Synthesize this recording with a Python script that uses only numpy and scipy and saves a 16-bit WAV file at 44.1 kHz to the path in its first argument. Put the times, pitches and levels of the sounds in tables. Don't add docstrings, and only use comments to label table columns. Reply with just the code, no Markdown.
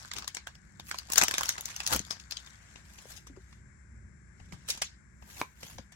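import sys
import numpy as np
from scipy import signal
from scipy.fft import rfft, irfft, next_fast_len
from scipy.io import wavfile
from scipy.ndimage import uniform_filter1d, map_coordinates

SR = 44100
rng = np.random.default_rng(int(sys.argv[2]) if len(sys.argv) > 2 else 0)


def wav_out(sig):
    wavfile.write(sys.argv[1], SR, np.round(np.clip(np.atleast_2d(sig).T, -1, 1) * 32767).astype(np.int16))


N = 262395
LEAD_S = .005

# (start [s], stop [s], effort [dB])
FINGER_GRIPS = [(0.0, 0, -48), (0.912, 0.994, -52), (1.096, 1.295, -54), (1.353, 1.513, -45),
                (1.8, 1.993, -50.5), (2.06, 2.139, -53), (2.326, 2.47, -57)]
# (frequency [Hz], level [dB])
PAPER_COLOUR = [(180, 0.5), (300, -5), (617, -3.5), (987, -0.5), (1270, -4), (2520, -0.5), (4390, -3.5),
                (6560, 0.5), (9490, -9.5), (11800, -16), (15700, -32), (16500, -14)]


def wrapper():
    # (time [s], level [dB], body [dB], sparkle [dB], left-right [dB], facet pitch [Hz])
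    foil_snaps = [(0.114, -25, -24, -42, -1.5, 1430), (0.135, -27.5, -23, -19, 1, 4000),
                  (0.184, -26.5, -23, -15, 1.5, 5900), (0.222, -31.5, -16, -34, 7, 1230),
                  (0.243, -33.5, -17, -28, 5, 4290), (0.277, -22, -23.5, -16, 6, 3300),
                  (0.347, -25.5, -25, -22, 8, 8650), (0.368, -24.5, -21.5, -34, 4, 2200),
                  (0.47, -25.5, -13.5, -19.5, 2.5, 1560), (0.552, -43.5, -18, -28, 3.5, 5210),
                  (0.797, -33, -14.5, -22, 5.5, 3530), (0.912, -22.5, -17.5, -22, 0.5, 1530),
                  (0.943, -26, -10, -25, 4.5, 1010), (0.985, -24, -28, -16.5, 5, 4710),
                  (1.1, -27.5, -15, -17.5, 2, 1060), (1.12, -17.5, -28, -8, 8, 7040),
                  (1.133, -17.5, -21.5, -4.5, 6, 6860), (1.157, -16.5, -18.5, -10.5, 6.5, 1640),
                  (1.179, -5, -23, -8.5, 7, 6370), (1.182, -8, -22, -17, 6.5, 6250),
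                  (1.213, -8.5, -16, -19, 12, 5950), (1.22, -13, -16, -20, 2, 1040),
                  (1.235, -11, -18.5, -10.5, 2.5, 8520), (1.282, -14, -19, -15.5, 4.5, 5600),
                  (1.31, -18.5, -17.5, -14, 5.5, 1070), (1.339, -17, -22, -25, 0.5, 3430),
                  (1.381, -14.5, -17, -13.5, 3, 6610), (1.408, -19, -16, -15, 2, 1010),
                  (1.432, -20, -18, -13, 3, 2040), (1.456, -25, -13, -7, 5, 5620),
                  (1.49, -14, -22.5, -15.5, 0.5, 6000), (1.58, -24, -9.5, -23, 5.5, 1250),
                  (1.608, -26, -26, -5, 4, 6700), (1.655, -22.5, -28.5, -13.5, 5.5, 6140),
                  (1.762, -23, -26, -18, 5, 6200), (1.802, -21.5, -21.5, -27, 2.0, 2620),
                  (1.864, -19, -23, -16, 3, 6200), (1.874, -18.5, -28, -11, 3, 4680),
                  (1.926, -17.5, -19, -16, 9, 5900), (1.933, -16.5, -20.5, -8, 0, 1620),
                  (1.961, -18, -21, -9, 6, 3170), (1.992, -22, -28, -17, 6.5, 6500),
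                  (2.107, -19, -24, -22, 13.5, 5100), (2.123, -31, -20, -26, 4.5, 6550),
                  (2.198, -34, -30, -28, 9.5, 6500), (2.309, -24.5, -29, -18, 6.5, 4300),
                  (2.321, -25, -18, -28, 8, 5000), (2.369, -26, -35, -35, 5, 3670),
                  (2.462, -41, -25, -27, 10, 6610)]
    plain_body_db, plain_sparkle_db, plain_pan_db = -16.5, -19.5, 6
    lift_db, delay_s = 19.5, .0014
    out = np.zeros((2, N))
    for s, db, body_db, sparkle_db, pan_db, facet_hz in foil_snaps:
        sound = snap(body_db - plain_body_db, sparkle_db - plain_sparkle_db, pan_db - plain_pan_db, facet_hz)
        add(out, s + delay_s - LEAD_S, amp(db + lift_db) * sound)
    return out


def small_snaps():
    snaps_per_s, over_effort_db, spread_db = 22, 28, 6
    out = np.zeros((2, N))
    for start, stop, effort_db in FINGER_GRIPS:
        count = round((stop - start) * snaps_per_s)
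        for when, size, side, facet in rng.uniform(-1, 1, (count, 4)):
            sound = snap(body_db=3.5, sparkle_db=-1, pan_db=2.8 * side, facet_hz=4000 * 2 ** facet)
            s = start + (stop - start) * (when + 1) / 2
            add(out, s, amp(effort_db + over_effort_db + spread_db * size) * sound)
    return out


def snap(body_db, sparkle_db, pan_db, facet_hz):
    def colour(hz):
        ring_db = 7 * resonance(hz, facet_hz, octaves=0.19)
        return foil_colour(hz) + shelves(hz, body_db, sparkle_db) + ring_db + aimed(hz, pan_db)

    return crack(colour, t60=0.013, rise=0.00036, echo_s=0.0079, echo_db=-14, room_db=-7.5)


def crinkle():
    # (centre [Hz], level at the firmest grip [dB], growth [dB per dB of effort])
    crease_families = [(1153, -3, 1.12), (3304, -2, 2.5), (6005, -2, 1), (12100, -7.5, 3.6)]
    lift_db = 0.5
    out, effort_db = np.zeros((2, N)), effort()
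    firm_db = effort_db.max()
    for centre_hz, db, growth in crease_families:
        creases = grains(200, 4.5, .4)
        colour = lambda hz: foil_colour(hz) + aimed(hz, 1.3) + 24 * resonance(hz, centre_hz, octaves=2.86)
        level_db = firm_db + db + lift_db + growth * (effort_db - firm_db)
        out += amp(level_db) * unit(coloured(creases, colour))
    return out


def effort():
    attack, release = 199.5, 95
    holding_db = -73
    grips = [db + gesture(start, stop, attack, 0, release) for start, stop, db in FINGER_GRIPS]
    hold = holding_db + gesture(0, FINGER_GRIPS[-1][1], 0, 0, release)
    return np.max(grips + [hold], axis=0)


def scrapes():
    # (peak time [s], rise [s], fall [s], level [dB], body [dB], sparkle [dB], left-right [dB])
    scrape_list = [(0.003, 0.0079, .025, -37, -13, -10, 6.5), (0.119, 0.025, 0.082, -53.5, 8, 3, -6),
                   (0.901, 0.029, 0.013, -46.5, -9, 10.5, -3), (1.179, 0.005, 0.013, -21.5, 3, -1, 12),
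                   (1.226, 0.012, 0.014, -27, 17, -2.5, 7), (1.688, 0.03, 0.071, -43, -7, -2, -5),
                   (1.938, 0.027, 0.016, -24, 4.5, 5.5, 2.5), (3.116, 0.029, 0.015, -49, -15, 5.5, 5),
                   (3.176, .013, .008, -44.5, -31, 1, 7), (4.693, 0.0086, .024, -34, -14, 7, -2),
                   (5.403, 0.013, .019, -40.5, -3, 6.5, -3)]
    out, t = np.zeros((2, N)), np.arange(SR // 3) / SR
    slips = grains(1100, 3.5, .4)
    for s, rise, fall, db, body_db, sparkle_db, pan_db in scrape_list:
        u = t - t.mean()
        swell = np.exp(-np.abs(u / np.where(u < 0, rise, fall)) ** 1.3)
        colour = lambda hz: foil_colour(hz) + aimed(hz, pan_db) + shelves(hz, body_db, sparkle_db, body_hz=1316)
        first = rng.integers(N - len(t))
        rasp = unit(coloured(slips[:, first:first + len(t)], colour))
        add(out, s - t.mean(), amp(db) * swell * rasp)
    return out


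def foil_colour(hz):
    # (frequency [Hz], level [dB])
    foil = [(120, -17), (200, -8.5), (503, -5), (1090, 0), (1390, -1.5), (1550, 0), (1800, -3),
            (3500, -4.5), (3910, -5.5), (6680, -3.5), (10000, -12), (12100, -11.5), (14000, -32.5),
            (15600, -14), (16500, -37)]
    # (frequency [Hz], left-right [dB])
    foil_side = [(200, 0), (700, 2.5), (2300, -1.5), (4400, 9.5), (7500, 6.5), (10000, -1), (15000, -0.5)]
    return along(foil, hz) + panned(along(foil_side, hz))


def slides():
    # (start [s], stop [s], final level [dB], sparkle [dB])
    card_slides = [(2.503, 2.808, -60, 1), (2.896, 3.169, -53.5, 10), (3.4, 3.526, -65, 4),
                   (4.4, 4.583, -65.5, -0.5), (4.718, 4.76, -49, -3), (5.292, 5.386, -48, 18),
                   (5.63, 5.711, -48.5, 15)]
    attack, build, release = 202, 21, 178
    out = np.zeros((2, N))
    slips = grains(700, 2.8, .8) * amp(1.8 * wobble(55))
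    for start, stop, db, sparkle_db in card_slides:
        speed_db = gesture(start, stop, attack, build, release)
        colour = lambda hz: (along(PAPER_COLOUR, hz) + shelves(hz, 0, sparkle_db, sparkle_hz=10160)
                             + aimed(hz, 2.3))
        out += amp(db + speed_db) * unit(coloured(slips, colour))
    return out


def clicks():
    # (time [s], level [dB], body [dB], sparkle [dB], left-right [dB])
    edge_clicks = [(2.759, -38, -19.5, -55, 8), (2.987, -41, -19.5, -37, 7), (3.271, -39, -19, -17, 4.0),
                   (3.364, -47.5, -10, -25, 9), (3.528, -46, -15, -28, 2.5), (4.401, -47.5, -7, -26, 10),
                   (4.524, -35.5, -11, -21, -3.5), (4.535, -40, -7, -13, -2),
                   (4.687, -25.5, -23.5, -12, -3), (4.703, -17.5, -42, -16, -0.5),
                   (4.776, -34, -20, -16, -1), (4.82, -16.5, -25, -18.5, 1), (4.844, -34, -27, -39, 10.5),
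                   (5.224, -43.5, -4, -30, 6), (5.632, -32.5, -16, -21, 0.5), (5.784, -35, -19, -32.5, 5.5),
                   (5.923, -41, -19, -18.5, 4)]
    plain_body_db, plain_sparkle_db = -19.5, -22
    lift_db, delay_s = 21.0, 0.00053
    out = np.zeros((2, N))
    for s, db, body_db, sparkle_db, pan_db in edge_clicks:
        colour = lambda hz: (along(PAPER_COLOUR, hz) + aimed(hz, pan_db)
                             + shelves(hz, body_db - plain_body_db, sparkle_db - plain_sparkle_db))
        sound = crack(colour, t60=0.015, rise=0.0013, echo_s=0.0053, echo_db=-12.0, room_db=-3.5)
        add(out, s + delay_s - LEAD_S, amp(db + lift_db) * sound)
    return out


def flicks():
    # (time [s], level [dB])
    card_flicks = [(5.4153, 1.5), (5.785, -22.5)]
    # (frequency [Hz], level [dB])
    card = [(120, -15), (210, -5), (520, -9), (740, -6.5), (1015, 3), (1300, -8.5), (1700, -8.5),
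            (2050, -16), (2290, 0), (2600, -12.5), (3300, -24), (3780, -14), (4700, -30), (6300, -18),
            (9000, -39), (16000, -40)]
    out = np.zeros((2, N))
    for s, db in card_flicks:
        push = amp(-7.5) * ports(walls())
        push[:, 0] += 1
        slap = coloured(push, lambda hz: along(card, hz))
        add(out, s, amp(db) * slap / np.linalg.norm(slap))
    return out


def bumps():
    # (time [s], level [dB], final pitch [Hz], time to fall 60 dB [s])
    soft_bumps = [(0.167, -39, 311, 0.026), (1.957, -13.5, 200, 0.011), (2.001, -27, 205, 0.024),
                  (3.055, -30.5, 424, 0.011), (3.299, -42.5, 270, 0.067), (3.371, -41.5, 370, 0.065),
                  (4.41, -42, 89, 0.25), (4.528, -34, 166, 0.047), (4.546, -30.5, 86.4, 0.045),
                  (4.694, -36, 470, 0.027), (5.417, -28, 190, 0.023), (5.646, -35.5, 170, 0.022),
                  (5.786, -28.5, 490, 0.016), (5.794, -29, 188, 0.016)]
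    pan_db = 6
    out, t = np.zeros((2, N)), np.arange(SR // 6) / SR
    for s, db, hz, t60 in soft_bumps:
        phase = 2 * np.pi * np.cumsum(hz * (1 + 1.2 * np.exp(-t / 0.0011))) / SR
        low_pass = lambda f: -10 * np.log10(1 + (f / (1.5 * hz)) ** 6)
        flutter = unit(coloured(ports(rng.standard_normal((2, len(t)))), low_pass))
        thud = np.sin(phase) + .3 * flutter
        onset = 1 - np.exp(-t / 0.0024)
        add(out, s, amp(db + panned(pan_db) - 60 * t / t60) * onset * thud)
    return out


def room(x):
    out, step = np.zeros((2, N)), SR // 3
    for start in range(0, N, step):
        answer = signal.fftconvolve(x[:, start:start + step], ports(walls()), axes=1)
        add(out, start / SR, answer)
    return out


def walls():
    # (frequency [Hz], time to fall 60 dB [s])
    ring_times = [(150, 0.073), (1000, 0.18), (5000, 0.25), (9000, 0.17), (15000, 0.16)]
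    hz, t, z = signal.stft(rng.standard_normal((2, SR // 4)), SR, nperseg=256)
    absorbed_db = shelves(hz, 0, -7.5)[:, None]
    fade_db = -60 * t / along(ring_times, hz)[:, None]
    tail = signal.istft(z * amp(absorbed_db + fade_db), SR, nperseg=256)[1]
    t = np.arange(tail.shape[1]) / SR
    tail = tail * (1 - np.exp(-t / 0.0036)) * (1 + 1.9 * np.exp(-t / .018))
    return amp(-1) * tail / np.linalg.norm(tail)


def background():
    # (time [s], added rumble level [dB])
    arm_moves = [(0.17, -54), (1.22, -63), (1.95, -42), (3.349, -57), (4.54, -65), (5.77, -54.5)]
    # (frequency [Hz], level [dB])
    rumble_colour = [(13, -72), (22, -28), (40, -13.5), (60, 4.5), (87, -2), (219, -8), (251, -19),
                     (370, -20), (474, -32.5), (600, -30), (780, -52.5), (1320, -120)]
    # (frequency [Hz], level [dB])
    hiss_colour = [(300, -18.5), (750, -10), (1050, -7), (1300, -7.5), (1600, 2), (1850, -2.5),
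                   (2200, -3.5), (2900, -30), (4500, -25), (6000, -14), (6800, -18), (7450, -5),
                   (8100, -21), (9300, -18), (10500, -51)]
    hiss_side = [(300, -22.5), (700, 3), (1400, 15.0)]  # (frequency [Hz], left-right [dB])
    noise = lambda: rng.standard_normal((2, N))

    at_rest = amp(-57 + 1.5 * wobble(5))
    handling = at_rest + sum(amp(db) * hump(s, half_s=0.039) for s, db in arm_moves)
    rumble = handling * unit(coloured(ports(noise()), lambda hz: along(rumble_colour, hz)))

    hum = amp(-62.5 + 2.1 * wobble(4.5)) * np.sin(2 * np.pi * 60 * np.arange(N) / SR)

    hiss_db = -64 + 5 * hump(2.4, half_s=0.58) + 0.86 * wobble(9)
    colour = lambda hz: along(hiss_colour, hz) + panned(along(hiss_side, hz))
    hiss = amp(hiss_db) * unit(coloured(noise(), colour))
    return rumble + hum + hiss + amp(-99) * noise()


def crack(colour_db, t60, rise, echo_s, echo_db, room_db):
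    tail = walls()
    t = np.arange(tail.shape[1]) / SR - LEAD_S
    shape = lambda u: np.exp(np.minimum(u, 0) / rise) * amp(-60 * np.maximum(u, 0) / t60)
    burst = rng.standard_normal(tail.shape) * (shape(t) + amp(echo_db) * shape(t - echo_s))
    burst_in_room = burst / np.linalg.norm(burst) + amp(room_db) * tail
    sound = coloured(ports(burst_in_room), colour_db)
    return sound / np.linalg.norm(sound)


def grains(rate, spread_db, smooth):
    sizes = amp(spread_db * np.minimum(rng.exponential(size=N), 3))
    slips = (rng.random(N) < rate / SR) * sizes
    t = np.arange(SR // 200) / SR
    power = np.abs(signal.fftconvolve(slips ** 2, t * np.exp(-t / .0004))[:N])
    return ports(rng.standard_normal((2, N)) * np.sqrt(power / power.mean() + smooth ** 2))


def flexed(x, depth_db):
    z = signal.stft(x, nperseg=256)[2]
    field = rng.standard_normal(z.shape[1:])
    field = uniform_filter1d(field, size=2, axis=0)
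    field = uniform_filter1d(field, size=7, axis=1)
    gain = unit(amp(depth_db * np.clip(unit(field), -2, 2)))
    return signal.istft(z * gain, nperseg=256)[1][:, :N]


def gesture(start, stop, attack, build, release):
    t = np.arange(N) / SR
    before, during, after = np.maximum(start - t, 0), np.maximum(stop - t, 0), np.maximum(t - stop, 0)
    return -attack * before - build * during - release * after


def hump(s, half_s):
    return np.exp(-((np.arange(N) / SR - s) / half_s) ** 2)


def wobble(rate):
    knots = rng.standard_normal(int(N * rate / SR) + 4)
    return map_coordinates(knots, [np.arange(N) * rate / SR])


def resonance(hz, centre_hz, octaves):
    return np.exp(-(np.log2((hz + 1) / centre_hz) / octaves) ** 2)


def shelves(hz, body_db, sparkle_db, body_hz=1900, sparkle_hz=9000):
    return body_db / (1 + (hz / body_hz) ** 4) + sparkle_db / (1 + (sparkle_hz / (hz + 1)) ** 8)


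def aimed(hz, pan_db):
    return panned(pan_db / (1 + (hz / 9500) ** 8))


def panned(db):
    return np.array([[.5], [-.5]]) * db


def ports(pair):
    # (frequency [Hz], likeness [-1 to 1])
    alike = [(60, 1), (280, 0.43), (700, 0.096), (3000, -0.31), (7000, -0.15), (10000, -0.42),
             (12500, 0.43)]
    n = pair.shape[-1]
    m = next_fast_len(n)
    likeness = along(alike, np.fft.rfftfreq(m, 1 / SR))
    turn = np.arccos(np.clip(likeness, -.98, .98)) / 2
    mid, side = irfft(rfft(pair, m) * [np.cos(turn), np.sin(turn)], m)[:, :n]
    return np.array([mid + side, mid - side])


def coloured(x, colour_db):
    n = x.shape[-1]
    m = 2 * next_fast_len(n // 2 + 1024)
    hz = np.fft.rfftfreq(m, 1 / SR)
    cepstrum = irfft(np.log(np.maximum(amp(colour_db(hz)), 1e-6)), m)
    fold = np.r_[1, np.full(m // 2 - 1, 2), 1, np.zeros(m // 2 - 1)]
    return irfft(rfft(x, m) * np.exp(rfft(cepstrum * fold)), m)[..., :n]


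def along(points, hz):
    f, v = np.transpose(points)
    return np.interp(np.log(hz + 1), np.log(f + 1), v)


def amp(db):
    return 10 ** (np.asarray(db) / 20)


def unit(x):
    return x / np.sqrt(np.mean(x ** 2) + 1e-20)


def add(track, s, sound):
    part = track[:, max(round(s * SR), 0):][:, :sound.shape[-1]]
    part += sound[..., :part.shape[-1]]


def scene():
    snapping = flexed(wrapper() + clicks() + small_snaps(), depth_db=4.0) + flicks()
    rubbing = flexed(crinkle() + scrapes() + slides(), depth_db=4) + bumps()
    return snapping + rubbing + amp(-8.5) * room(rubbing) + background()


def record(dry):
    top_hz = 16300
    rounded = dry / (1 + np.abs(dry / .75) ** 4) ** (1 / 4)
    m = next_fast_len(N + SR // 4)
    band = 1 / (1 + (np.fft.rfftfreq(m, 1 / SR) / top_hz) ** 90)
    return irfft(rfft(rounded, m) * band, m)[:, :N]


dry = scene()
out = record(dry)
wav_out(out)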